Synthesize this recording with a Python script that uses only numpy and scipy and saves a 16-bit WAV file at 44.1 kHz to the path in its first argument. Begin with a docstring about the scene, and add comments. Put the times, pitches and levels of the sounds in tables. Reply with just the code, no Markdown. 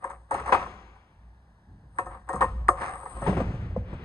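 """Skateboard tricks by a garage

A skateboarder tries two flip tricks on concrete: tail pops, scraping shoes, a clattering board, whirring wheels.
The second time the board shoots away and crashes, and the rider tumbles to the ground.
Blows are damped resonances and noise bursts; rolling and rubbing are shaped noise.
The open garage adds a noise tail and a low boom. Levels are relative: later gains and channel colour apply.
"""
import sys
import numpy as np
from scipy import signal
from scipy.fft import rfft, irfft, next_fast_len
from scipy.io import wavfile
from scipy.ndimage import map_coordinates

SR = 44100
rng = np.random.default_rng(int(sys.argv[2]) if len(sys.argv) > 2 else 0)


def transcribe(u):
    """Save the signal u as a 16-bit wav file named by the first command-line argument.

    u: samples, shape (n,) or (channels, n), limited to [-1, 1]; the rate is SR.
    q: integer samples, one column per channel.
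    """
    v = np.clip(np.atleast_2d(u).T, -1, 1)
    q = np.round(v * 32767).astype(np.int16)
    wavfile.write(sys.argv[1], SR, q)


N = 178296
T = np.arange(SR // 2) / SR  # clock of one blow, s

# board on concrete: (time [s], level [dB], clack [Hz], deck ring [dB], bright tick [dB], snap [dB], rebound [dB])
CONTACTS = [(0.046, -19, 990, -6, -20.5, -1, -18.5), (0.104, -27, 936, -10.5, -13, -11.5, -21.5),
            (0.314, -13, 874, -3, -17.5, -4, -18.5), (0.346, -14, 797, -23, -17.5, -12, -14.5),
            (0.402, -26.5, 956, -16, -13.5, -11.5, -8.5), (0.464, -23.5, 797, -11.5, -17, -7, -18),
            (0.48, -20.5, 1088, -6.5, -19.5, -6.5, -14), (0.493, -16, 1015, -12, -25, -8, -19.5),
            (0.526, -6, 1043, -8.5, -30.5, -11.5, -15), (0.531, -10.5, 1014, -19.5, -36, -11.5, -20),
            (0.548, -9, 1168, -21, -27, -9.5, -21), (0.607, -32, 1103, -9.5, -23.5, -4, -12.5),
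            (0.663, -27.5, 1038, -3.5, -26.5, -14, -10), (0.962, -43.5, 993, -20.5, -23.5, -9.5, -27),
            (1.99, -13.5, 1047, -4, -19.5, 3, -16), (2.064, -29, 1060, 2.5, -14.5, -10, -14),
            (2.294, -20, 960, -1.5, -13, -2, -10), (2.335, -22, 1037, 4.5, -11.5, -13, -0.5),
            (2.362, -23, 1100, -7.5, -13, -19, -8), (2.413, -11, 993, -0.5, -20, -10, -16.5),
            (2.418, -10, 1197, -27, -31, -15, -19.5), (2.425, -4.5, 1086, -26.5, -30.5, -28, -12),
            (2.443, -15.5, 1003, -24, -22, -24, -17), (2.688, -1, 1162, -12, -22.5, -9.5, -13.5),
            (3.033, -31, 906, -5.5, -22, -2.5, -12), (3.060, -26, 995, -5, -38, -21.5, -14),
            (3.167, -32.5, 730, 2.5, -16.5, -8.5, -17.5), (3.221, -20.5, 715, -0.5, -19.5, -11, -14)]
# maple deck with trucks, nominal modes: (frequency [Hz], level [dB], t60 [s])
DECK_MODES = [(352.5, -5, 0.081), (530.6, -1.5, 0.16), (553, -2, 0.15), (721, 0.5, 0.1),
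              (755.6, 2.5, 0.072), (941, -6, 0.13), (1060, -3, 0.15), (1229, -7, 0.11), (1283, 0.5, 0.088),
              (1570, -9, 0.08), (1822, -11, 0.12)]
# loose-truck rattle: (frequency [Hz], level [dB per Hz])
RATTLE_SPECTRUM = [(100, -35), (320, -1), (600, -18), (850, 0.5), (1150, -4), (1700, -9), (2300, -23),
                   (3200, -40), (5000, -38), (9000, -25.5), (13000, -53)]
# hard contact tick: (frequency [Hz], level [dB per Hz])
TICK_SPECTRUM = [(1000, -24.5), (2000, -29), (3200, -23.5), (5000, -21.5), (6500, -8.5), (8500, 3.5),
                 (10000, -8.5), (13000, -17.5)]
REBOUND_DELAY_S, REBOUND_RISE_S, REBOUND_PITCH_RATIO = 0.007, 0.0066, 0.475
SNAP_LEAD_S, SNAP_RISE_S, SNAP_PITCH_RATIO = 0.0039, 0.00093, 1.504
RATTLE_DB, RATTLE_DB_PER_DB = -9.5, 0.83  # level at a 0 dB blow, gain per dB of blow
MAX_DETUNE_RATIO = 0.025  # feet and ground shift each mode
MODE_SPREAD_DB = 4.36  # standard deviation


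def deck_ring():
    """Deck modes ring in shares set by the spot struck, detuned by feet and ground."""
    count = len(DECK_MODES)
    strengths = amp(rng.normal(0, MODE_SPREAD_DB, count)) * rng.choice([-1, 1], count)
    loads = 1 + MAX_DETUNE_RATIO * rng.uniform(-0.63, 1, count)
    ring = np.zeros((2, len(T)))
    for strength, load, (hz, level_db, t60_s) in zip(strengths, loads, DECK_MODES):
        ring += strength * amp(level_db) * fade(t60_s, 0.012) * tone(hz * load)
    return ring


def board():
    """Each contact: tick and stiff high snap, wood-urethane clack, deck ring, truck rattle, flex-back rebound."""
    out = np.zeros((2, N))
    for s, db, hz, ring_db, tick_db, snap_db, rebound_db in CONTACTS:
        clack = amp(2.0) * knock(hz, rise_s=0.0026)
        ring = amp(ring_db - 1.5) * deck_ring()
        rattle_gain = amp(RATTLE_DB + RATTLE_DB_PER_DB * db)
        rattle = rattle_gain * fade(0.061, 0.0014) * noise(RATTLE_SPECTRUM, len(T))
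        tick_envelope = amp(7.5) * fade(0.0059, 0.0003) + amp(-6.5) * fade(0.15, 0.002)
        tick = amp(tick_db + 6.5) * tick_envelope * noise(TICK_SPECTRUM, len(T))
        # soft noise swell leading into the knock
        lead_in = amp(-14.5) * fade(0.013, 0.0048) * noise(RATTLE_SPECTRUM, len(T))
        snap = amp(snap_db) * knock(SNAP_PITCH_RATIO * hz, SNAP_RISE_S)
        rebound = amp(rebound_db) * knock(REBOUND_PITCH_RATIO * hz, REBOUND_RISE_S)
        add(out, s - 0.001, amp(db) * (clack + ring) + rattle)
        add(out, s - SNAP_LEAD_S, amp(db) * (tick + snap))
        add(out, s - 0.007, amp(db) * lead_in)
        add(out, s + REBOUND_DELAY_S, amp(db) * rebound)
    return out


# hard slams of the board: (time [s], level [dB], garage send relative to crack [dB])
SLAMS = [(.343, -25, 6), (.523, -6.5, -11.5), (.547, -17.5, -1), (1.985, -29, -41), (2.407, -18.5, -8.5),
         (3.266, -20, -1.5), (3.367, -23.5, -11.5), (3.4, -23.5, 0.5)]
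# slam noise: (frequency [Hz], level [dB per Hz])
SLAM_SPECTRUM = [(150, -24.5), (270, -4.5), (350, 3.5), (520, -1), (800, 4.5), (1150, 4), (1500, -5),
                 (2300, -10), (3200, -17), (4800, -25), (7000, -20.5), (9000, -33.5), (12000, -71.5)]
# steel and aluminium truck modes: (frequency [Hz], level [dB])
TRUCK_MODES = [(2035, -6), (2528, 2), (2760, -5), (3176, -16)]


def slams():
    """Slams: broad crack, dense dying rattle, thin metal ring; returns direct sound and garage send."""
    direct, send = np.zeros((2, N)), np.zeros((2, N))
    for s, db, send_db in SLAMS:
        envelope = fade(0.12, 0.0015) + amp(-24) * fade(0.55, 0.015)
        crack = amp(db) * envelope * noise(SLAM_SPECTRUM, len(T))
        modes = sum(amp(level_db) * tone(hz) for hz, level_db in TRUCK_MODES)
        metal = amp(db - 23.0) * fade(0.27, 0.00083) * modes
        add(direct, s, crack + metal)
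        add(send, s, amp(send_db) * crack)
    return direct, send


# shoes slide on grip tape or board rolls: (start [s], end [s], scrape level [dB], bearing hiss level [dB])
RUNS = [(0.028, 0.138, -43.5, -64.5), (0.327, 0.405, -35.5, -65), (0.462, 0.627, -34.5, -62),
        (1.972, 2.115, -50.5, -61), (2.114, 2.15, -43, -65.5), (2.294, 2.487, -42, -66),
        (2.806, 3.269, -48, -49)]
# rolling grit: (frequency [Hz], level [dB per Hz])
WHEEL_SPECTRUM = [(200, -14), (400, -13.5), (540, -4.5), (650, -13), (800, -2.5), (1180, 1.5),
                  (1430, -11.5), (1950, -14.5), (2400, -24.5), (7000, -46)]
# bearing hiss: (frequency [Hz], level [dB per Hz])
BEARING_SPECTRUM = [(5000, -27.5), (7000, -31), (8300, 1.5), (9000, -1), (10000, -11.5), (13000, -36.5)]
# crushed grit: (frequency [Hz], level [dB per Hz])
GRIT_SPECTRUM = [(900, -6.5), (1700, 3.5), (2500, -7), (3300, -20), (7000, -9.5), (10000, -41.5)]
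SCRAPE_RISE_DB_PER_S, SCRAPE_FALL_DB_PER_S = 795, 290
HISS_RISE_DB_PER_S, HISS_COAST_DB_PER_S = 313, 121
# kicked-out board skids past: closest moment, time held near it, level there
SKID_S, SKID_HOLD_S, SKID_DB = 2.841, 0.046, -32.5
SKID_RISE_DB_PER_S, SKID_FALL_DB_PER_S = 162, 86
CHATTER_DB = -10.5


def deck_response(f):
    """Resonant response of the deck modes to continuous shaking."""
    return sum(amp(db) / (1 + 1j * (f - hz) * t60_s * 1.1) for hz, db, t60_s in DECK_MODES)


def wheels():
    """Grit under wheels and shoes shakes the deck in dense tiny blows; bearings hiss and coast on."""
    scrape_rows = [(start, end, db) for start, end, db, _ in RUNS]
    hiss_rows = [(start, end, db) for start, end, _, db in RUNS]
    skid_rows = [(SKID_S - SKID_HOLD_S / 2, SKID_S + SKID_HOLD_S / 2, SKID_DB)]
    runs = strokes(scrape_rows, SCRAPE_RISE_DB_PER_S, SCRAPE_FALL_DB_PER_S)
    skid = strokes(skid_rows, SKID_RISE_DB_PER_S, SKID_FALL_DB_PER_S)
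    scrape = np.maximum(runs, skid)
    spin = strokes(hiss_rows, HISS_RISE_DB_PER_S, HISS_COAST_DB_PER_S)
    clumps = np.repeat(rng.uniform(-1.7, 1.7, N // 48 + 1), 48)[:N]  # held for 48 samples
    grains = rng.standard_normal((2, N)) * amp(3.2 * clumps)
    rough = spread(grains, WHEEL_SPECTRUM)
    rolling = amp(1.0 + 2.5 * wobble(per_s=79)) * rough
    rolling += amp(-2.5) * unit(filtered(rough, deck_response))
    rolling += amp(CHATTER_DB) * chatter()
    pressure = np.clip(amp(34) * scrape, 0, 1) ** 2  # harder pressure crushes grit: brighter
    crunch = amp(-5) * pressure * spread(grains, GRIT_SPECTRUM)
    bearings = spin * amp(3.3 * clumps + 7.5) * noise(BEARING_SPECTRUM, N)
    return scrape * (rolling + crunch) + bearings


# knock pitches of the running board: (frequency [Hz])
CHATTER_HZ = [615, 900, 1150, 1720]
CHATTER_PER_S = 110  # mean rate at each pitch


def chatter():
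    """Wheels and loose trucks jump on rough concrete: random uneven small knocks, rms 1."""
    out = np.zeros((2, N))
    for hz in CHATTER_HZ:
        jumps = (rng.random(N) < CHATTER_PER_S / SR) * amp(15 * rng.uniform(-1, 1, N))
        out += signal.fftconvolve(jumps[None], knock(hz, rise_s=1.0 / hz), axes=1)[:, :N]
    return unit(out)


# shoes and hands strike concrete: (time [s], level [dB], knock [Hz], slap [dB])
HEELS = [(3.263, -20.5, 877, -4), (3.274, -20.5, 379, -1.5), (3.368, -20.5, 377, -4.5),
         (3.402, -18, 551, -8), (3.762, -16.5, 507, -21.5)]
# soft low thuds of feet, weight shifts and the falling body: (time [s], level [dB], thump [Hz], slap [dB])
THUDS = [(1.69, -44, 169, -26), (1.833, -36, 129, -21), (2.343, -26, 170, -18), (2.488, -26, 68.1, -25.5),
         (2.608, -27.5, 125, -19), (3.224, -23, 151, -20), (3.282, -13, 194, -13), (3.292, -12, 181, -11.5),
         (3.323, -18.5, 142, -9.5), (3.38, -16.5, 99.6, -9), (3.502, -20, 153, -23),
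         (3.538, -20, 126.6, -19), (3.644, -21.5, 99, -42), (3.699, -18.5, 77.6, -28.5),
         (3.928, -24.5, 128, -12)]
HEEL_SNAP_DB, HEEL_SNAP_PITCH_RATIO = -11.5, 2.05
SOLE_DB, SOLE_PITCH_RATIO = -8, 1.368  # second resonance of the sole
WEIGHT_NOMINAL_HZ, WEIGHT_LAG_S, WEIGHT_DB = 191.8, 0.01058, -0.5


def tumble():
    """Heels and hands knock at two close pitches, limb weight just behind; soft low thuds; all carry a slap."""
    out = np.zeros((2, N))
    for s, db, hz, slap_db in HEELS:
        snap = amp(HEEL_SNAP_DB) * knock(HEEL_SNAP_PITCH_RATIO * hz, rise_s=0.0029)
        sole = knock(hz, rise_s=0.0055)
        sole = sole + amp(SOLE_DB) * knock(SOLE_PITCH_RATIO * hz, rise_s=0.0039)
        weight = thump(WEIGHT_NOMINAL_HZ * rng.uniform(0.8, 1.07))
        add(out, s - 0.001, amp(db) * (snap + sole + amp(slap_db + 7.0) * slap()))
        add(out, s + WEIGHT_LAG_S, amp(db + WEIGHT_DB) * weight)
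    for s, db, hz, slap_db in THUDS:
        add(out, s, amp(db) * (thump(hz) + amp(slap_db + 6.5) * slap()))
    return out


def thump(hz):
    """Soft blow of a few cycles; the deeper, the slower it swells."""
    return knock(hz, rise_s=0.0028 + 0.47 / hz)


# sole, skin or cloth smack: (frequency [Hz], level [dB per Hz])
SLAP_SPECTRUM = [(60, -16.5), (250, 4), (750, -1), (1100, -6), (1600, -15), (4000, -33), (8000, -20.5),
                 (10500, -82)]


def slap():
    """Short noise smack of sole, skin or cloth."""
    return fade(0.11, 0.0043) * noise(SLAP_SPECTRUM, len(T))


# clothes drag on concrete: (start [s], end [s], level [dB])
DRAGS = [(3.28, 3.3, -40.5), (3.45, 3.62, -50), (3.92, 4.04, -48.5)]
# cloth rub: (frequency [Hz], level [dB per Hz])
CLOTH_SPECTRUM = [(200, 7.5), (700, -4.5), (1700, -6), (5000, -24), (8500, -29), (13000, -81)]
DRAG_RISE_DB_PER_S, DRAG_FALL_DB_PER_S = 113, 39


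def clothes():
    """Clothes rub on the concrete as the rider rolls over and sits up: wavering noise strokes."""
    drags = strokes(DRAGS, DRAG_RISE_DB_PER_S, DRAG_FALL_DB_PER_S)
    return amp(11.0 + wobble(per_s=24)) * drags * noise(CLOTH_SPECTRUM, N)


# rider jumps, lands, steps, falls: (time [s], boom level [dB], shudder level [dB])
JOLTS = [(0.045, -40.5, -68), (0.322, -32, -37.5), (0.526, -38, -36), (1.15, -41, -51.5),
         (1.669, -41.5, -41), (2.0, -32.5, -42), (2.33, -26.5, -31.5), (2.417, -23.5, -32.5),
         (3.11, -24, -43), (3.263, -20, -20)]
# lowest garage resonance: (frequency [Hz], level [dB per Hz])
BOOM_SPECTRUM = [(20, -25.5), (40, -3), (56, 19), (68, 7.5), (130, -45)]
# shudder above the boom: (frequency [Hz], level [dB per Hz])
SHUDDER_SPECTRUM = [(60, -18), (85, 3.5), (104, 2), (140, -4), (188, -1.5), (255, -13.5), (365, -19),
                    (450, -26), (650, -61.5)]
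BOOM_RISE_S, BOOM_T60_S, BOOM_REST_DB = 0.07, 1.51, -59
SHUDDER_RISE_S, SHUDDER_T60_S, SHUDDER_REST_DB = 0.012, 1, -56.5


def rumble():
    """Each jolt of the rider's weight feeds the lowest garage resonance and a quicker shudder above it."""
    boom = shaken([(s, db) for s, db, _ in JOLTS], BOOM_RISE_S, BOOM_T60_S, BOOM_REST_DB)
    shudder = shaken([(s, db) for s, _, db in JOLTS], SHUDDER_RISE_S, SHUDDER_T60_S, SHUDDER_REST_DB)
    boom = boom * drone(BOOM_SPECTRUM, unevenness=2.2)
    return boom + shudder * drone(SHUDDER_SPECTRUM, unevenness=0.98)


def shaken(rows, rise_s, t60_s, rest_db):
    """Gain of a resonance fed by jolts: energies build up, add and decay to a resting level."""
    energy = amp(rest_db) ** 2
    for s, db in rows:
        age = np.maximum(np.arange(N) / SR - s, 0)
        swell = amp(db) * (1 - np.exp(-age / rise_s)) * np.exp(-np.log(1000) * age / t60_s)
        energy = energy + swell ** 2
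    return np.sqrt(energy)


def drone(spectrum, unevenness):
    """Narrow low noise with its swells evened out, as a struck wall rings."""
    z = signal.hilbert(noise(spectrum, N)[0])
    return unit(z.real / (np.abs(z) + unevenness))


# garage decay: (frequency [Hz], t60 [s])
GARAGE_T60 = [(100, 1.7), (500, 0.77), (3000, 1.4), (6000, 1.1), (10000, 0.93)]
# garage tail colour: (frequency [Hz], gain [dB])
GARAGE_COLOUR = [(60, 14.5), (300, -2), (1000, -9), (4000, -4.5), (7000, 2.5), (8500, -9), (13000, -24)]


def garage(x):
    """Open garage: convolution with a noise tail that decays at its own speed in each band."""
    source = noise([(100, 0.0063), (10000, 0.0099)], 3 * SR // 2)  # virtually white
    hz, t, z = signal.stft(source, SR, nperseg=256)
    decay = np.exp(-np.log(1000) * t / along(GARAGE_T60, hz)[:, None])
    build_up = 1 - np.exp(-t / 0.015)
    tail = signal.istft(z * decay * build_up, SR, nperseg=256)[1]
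    wet = signal.fftconvolve(x[:1], tail / np.linalg.norm(tail[0]), axes=1)[:, :N]
    return filtered(wet, lambda f: amp(along(GARAGE_COLOUR, f)))


# outdoor air: (frequency [Hz], level [dB per Hz])
AIR_SPECTRUM = [(350, -5.5), (520, -5), (900, -1), (1300, -10), (1700, -5.5), (2200, -23.5), (9000, -18.5),
                (13000, -18)]
AIR_DB = -59.5


def air():
    """Faint steady outdoor air: coloured noise."""
    return amp(AIR_DB) * noise(AIR_SPECTRUM, N)


def amp(db):
    """Decibels to gain."""
    return 10 ** (np.asarray(db) / 20)


def unit(x):
    """Scale to rms 1."""
    return x / np.sqrt(np.mean(x ** 2) + 1e-20)


def along(points, hz):
    """Read (frequency, value) points on a log-frequency axis."""
    f, v = np.transpose(points)
    return np.interp(np.log(hz + 1), np.log(f + 1), v)


def filtered(x, response):
    """Apply a frequency response."""
    n = x.shape[-1]
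    m = next_fast_len(n + 8192)
    return irfft(rfft(x, m) * response(np.fft.rfftfreq(m, 1 / SR)), m)[..., :n]


# channel likeness: (frequency [Hz], correlation [0..1])
ALIKE = [(600, 1), (800, 0.98), (1300, 0.55), (8800, 1), (10000, .1)]


def half_angle(hz):
    """Likeness of the channels as half a phase angle, rad."""
    return np.arccos(np.clip(along(ALIKE, hz), -1, 1)) / 2


def spread(pair, spectrum):
    """Colour two unrelated signals into a stereo pair of rms 1 with frequency-dependent likeness."""
    def response(hz):
        return amp(along(spectrum, hz)) * [np.cos(half_angle(hz)), np.sin(half_angle(hz))]
    mid, side = filtered(pair, response)
    return unit(np.array([mid + side, mid - side]))


def tone(hz):
    """Stereo sine whose channel phase gap follows the likeness at its pitch."""
    apart = half_angle(hz) * rng.choice([-1, 1])
    return np.sin(2 * np.pi * hz * T + np.array([[apart], [-apart]]))


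def noise(spectrum, size):
    """Coloured stereo noise, rms 1."""
    return spread(rng.standard_normal((2, size)), spectrum)


def fade(t60_s, attack_s):
    """Quick rise, exponential decay."""
    return np.exp(-np.log(1000) * T / t60_s) * (1 - np.exp(-T / attack_s))


def knock(hz, rise_s):
    """Heavily damped resonance that swells and dies within a few cycles."""
    u = T / max(rise_s, 1e-4)
    return u ** 2 * np.exp(2 - 2 * u) * tone(hz)


def strokes(rows, rise_db_per_s, fall_db_per_s):
    """Gain of (start, end, dB) strokes: swell, hold, die away; the loudest prevails."""
    t = np.arange(N) / SR
    levels_db = []
    for start, end, db in rows:
        before, after = np.maximum(start - t, 0), np.maximum(t - end, 0)
        levels_db.append(db - rise_db_per_s * before - fall_db_per_s * after)
    return amp(np.max(levels_db, axis=0))


def wobble(per_s):
    """Smooth random curve, per_s knots a second."""
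    knots = rng.standard_normal(2048)
    return map_coordinates(knots, [np.arange(N) * per_s / SR], mode="mirror")


def add(track, s, sound):
    """Mix a sound into a track at s seconds."""
    start = max(round(s * SR), 0)
    track[:, start:start + sound.shape[-1]] += sound[..., :N - start]


def leftward(x, shade_db):
    """Weaken the right channel above the bass, fully from 900 Hz."""
    return filtered(x, lambda f: amp(np.outer([0, shade_db], along([(650, 0), (900, 1)], f))))


BOARD_SEND_DB, FALL_SEND_DB = -13.5, -8.5  # into the garage


def scene():
    """Board, fall and rumble in front of the garage, over faint air."""
    clatter, fall = board(), tumble()
    crack, send = slams()
    echo = garage(send + amp(BOARD_SEND_DB) * clatter + amp(FALL_SEND_DB) * fall)
    shaded = leftward(crack + fall + echo + clothes(), shade_db=-6.32)
    return clatter + wheels() + rumble() + shaded + air()


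# left microphone channel: (frequency [Hz], gain [dB])
LEFT = [(650, -6), (850, -3), (2000, -4), (3200, -4.5), (6300, -14.5), (7800, -23.5), (8050, -6.5),
        (13000, -28.5)]
# right microphone channel: (frequency [Hz], gain [dB])
RIGHT = [(650, -6), (1150, -8), (1700, -3), (3200, -4.5), (6300, -13), (7800, -22.5), (8300, -22.5),
         (10500, -40.5)]
# right channel ahead of left: (frequency [Hz], phase [rad])
RIGHT_LEAD = [(950, 0), (1100, .5), (1420, -2.5), (2000, -1.5), (3200, -2.5), (5300, 1.5), (7700, 10),
              (10000, 14)]
TOP_HZ = 14000


def record(dry):
    """Colour and phase of each microphone channel, peak rounding, band limit."""
    def channels(hz):
        right = amp(along(RIGHT, hz)) * np.exp(1j * along(RIGHT_LEAD, hz))
        return np.array([amp(along(LEFT, hz)), right])
    heard = filtered(dry, channels)
    rounded = heard / (1 + (heard / 0.97) ** 8) ** (1 / 8)
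    return filtered(rounded, lambda hz: hz < TOP_HZ)


dry = scene()
out = record(dry)
transcribe(out)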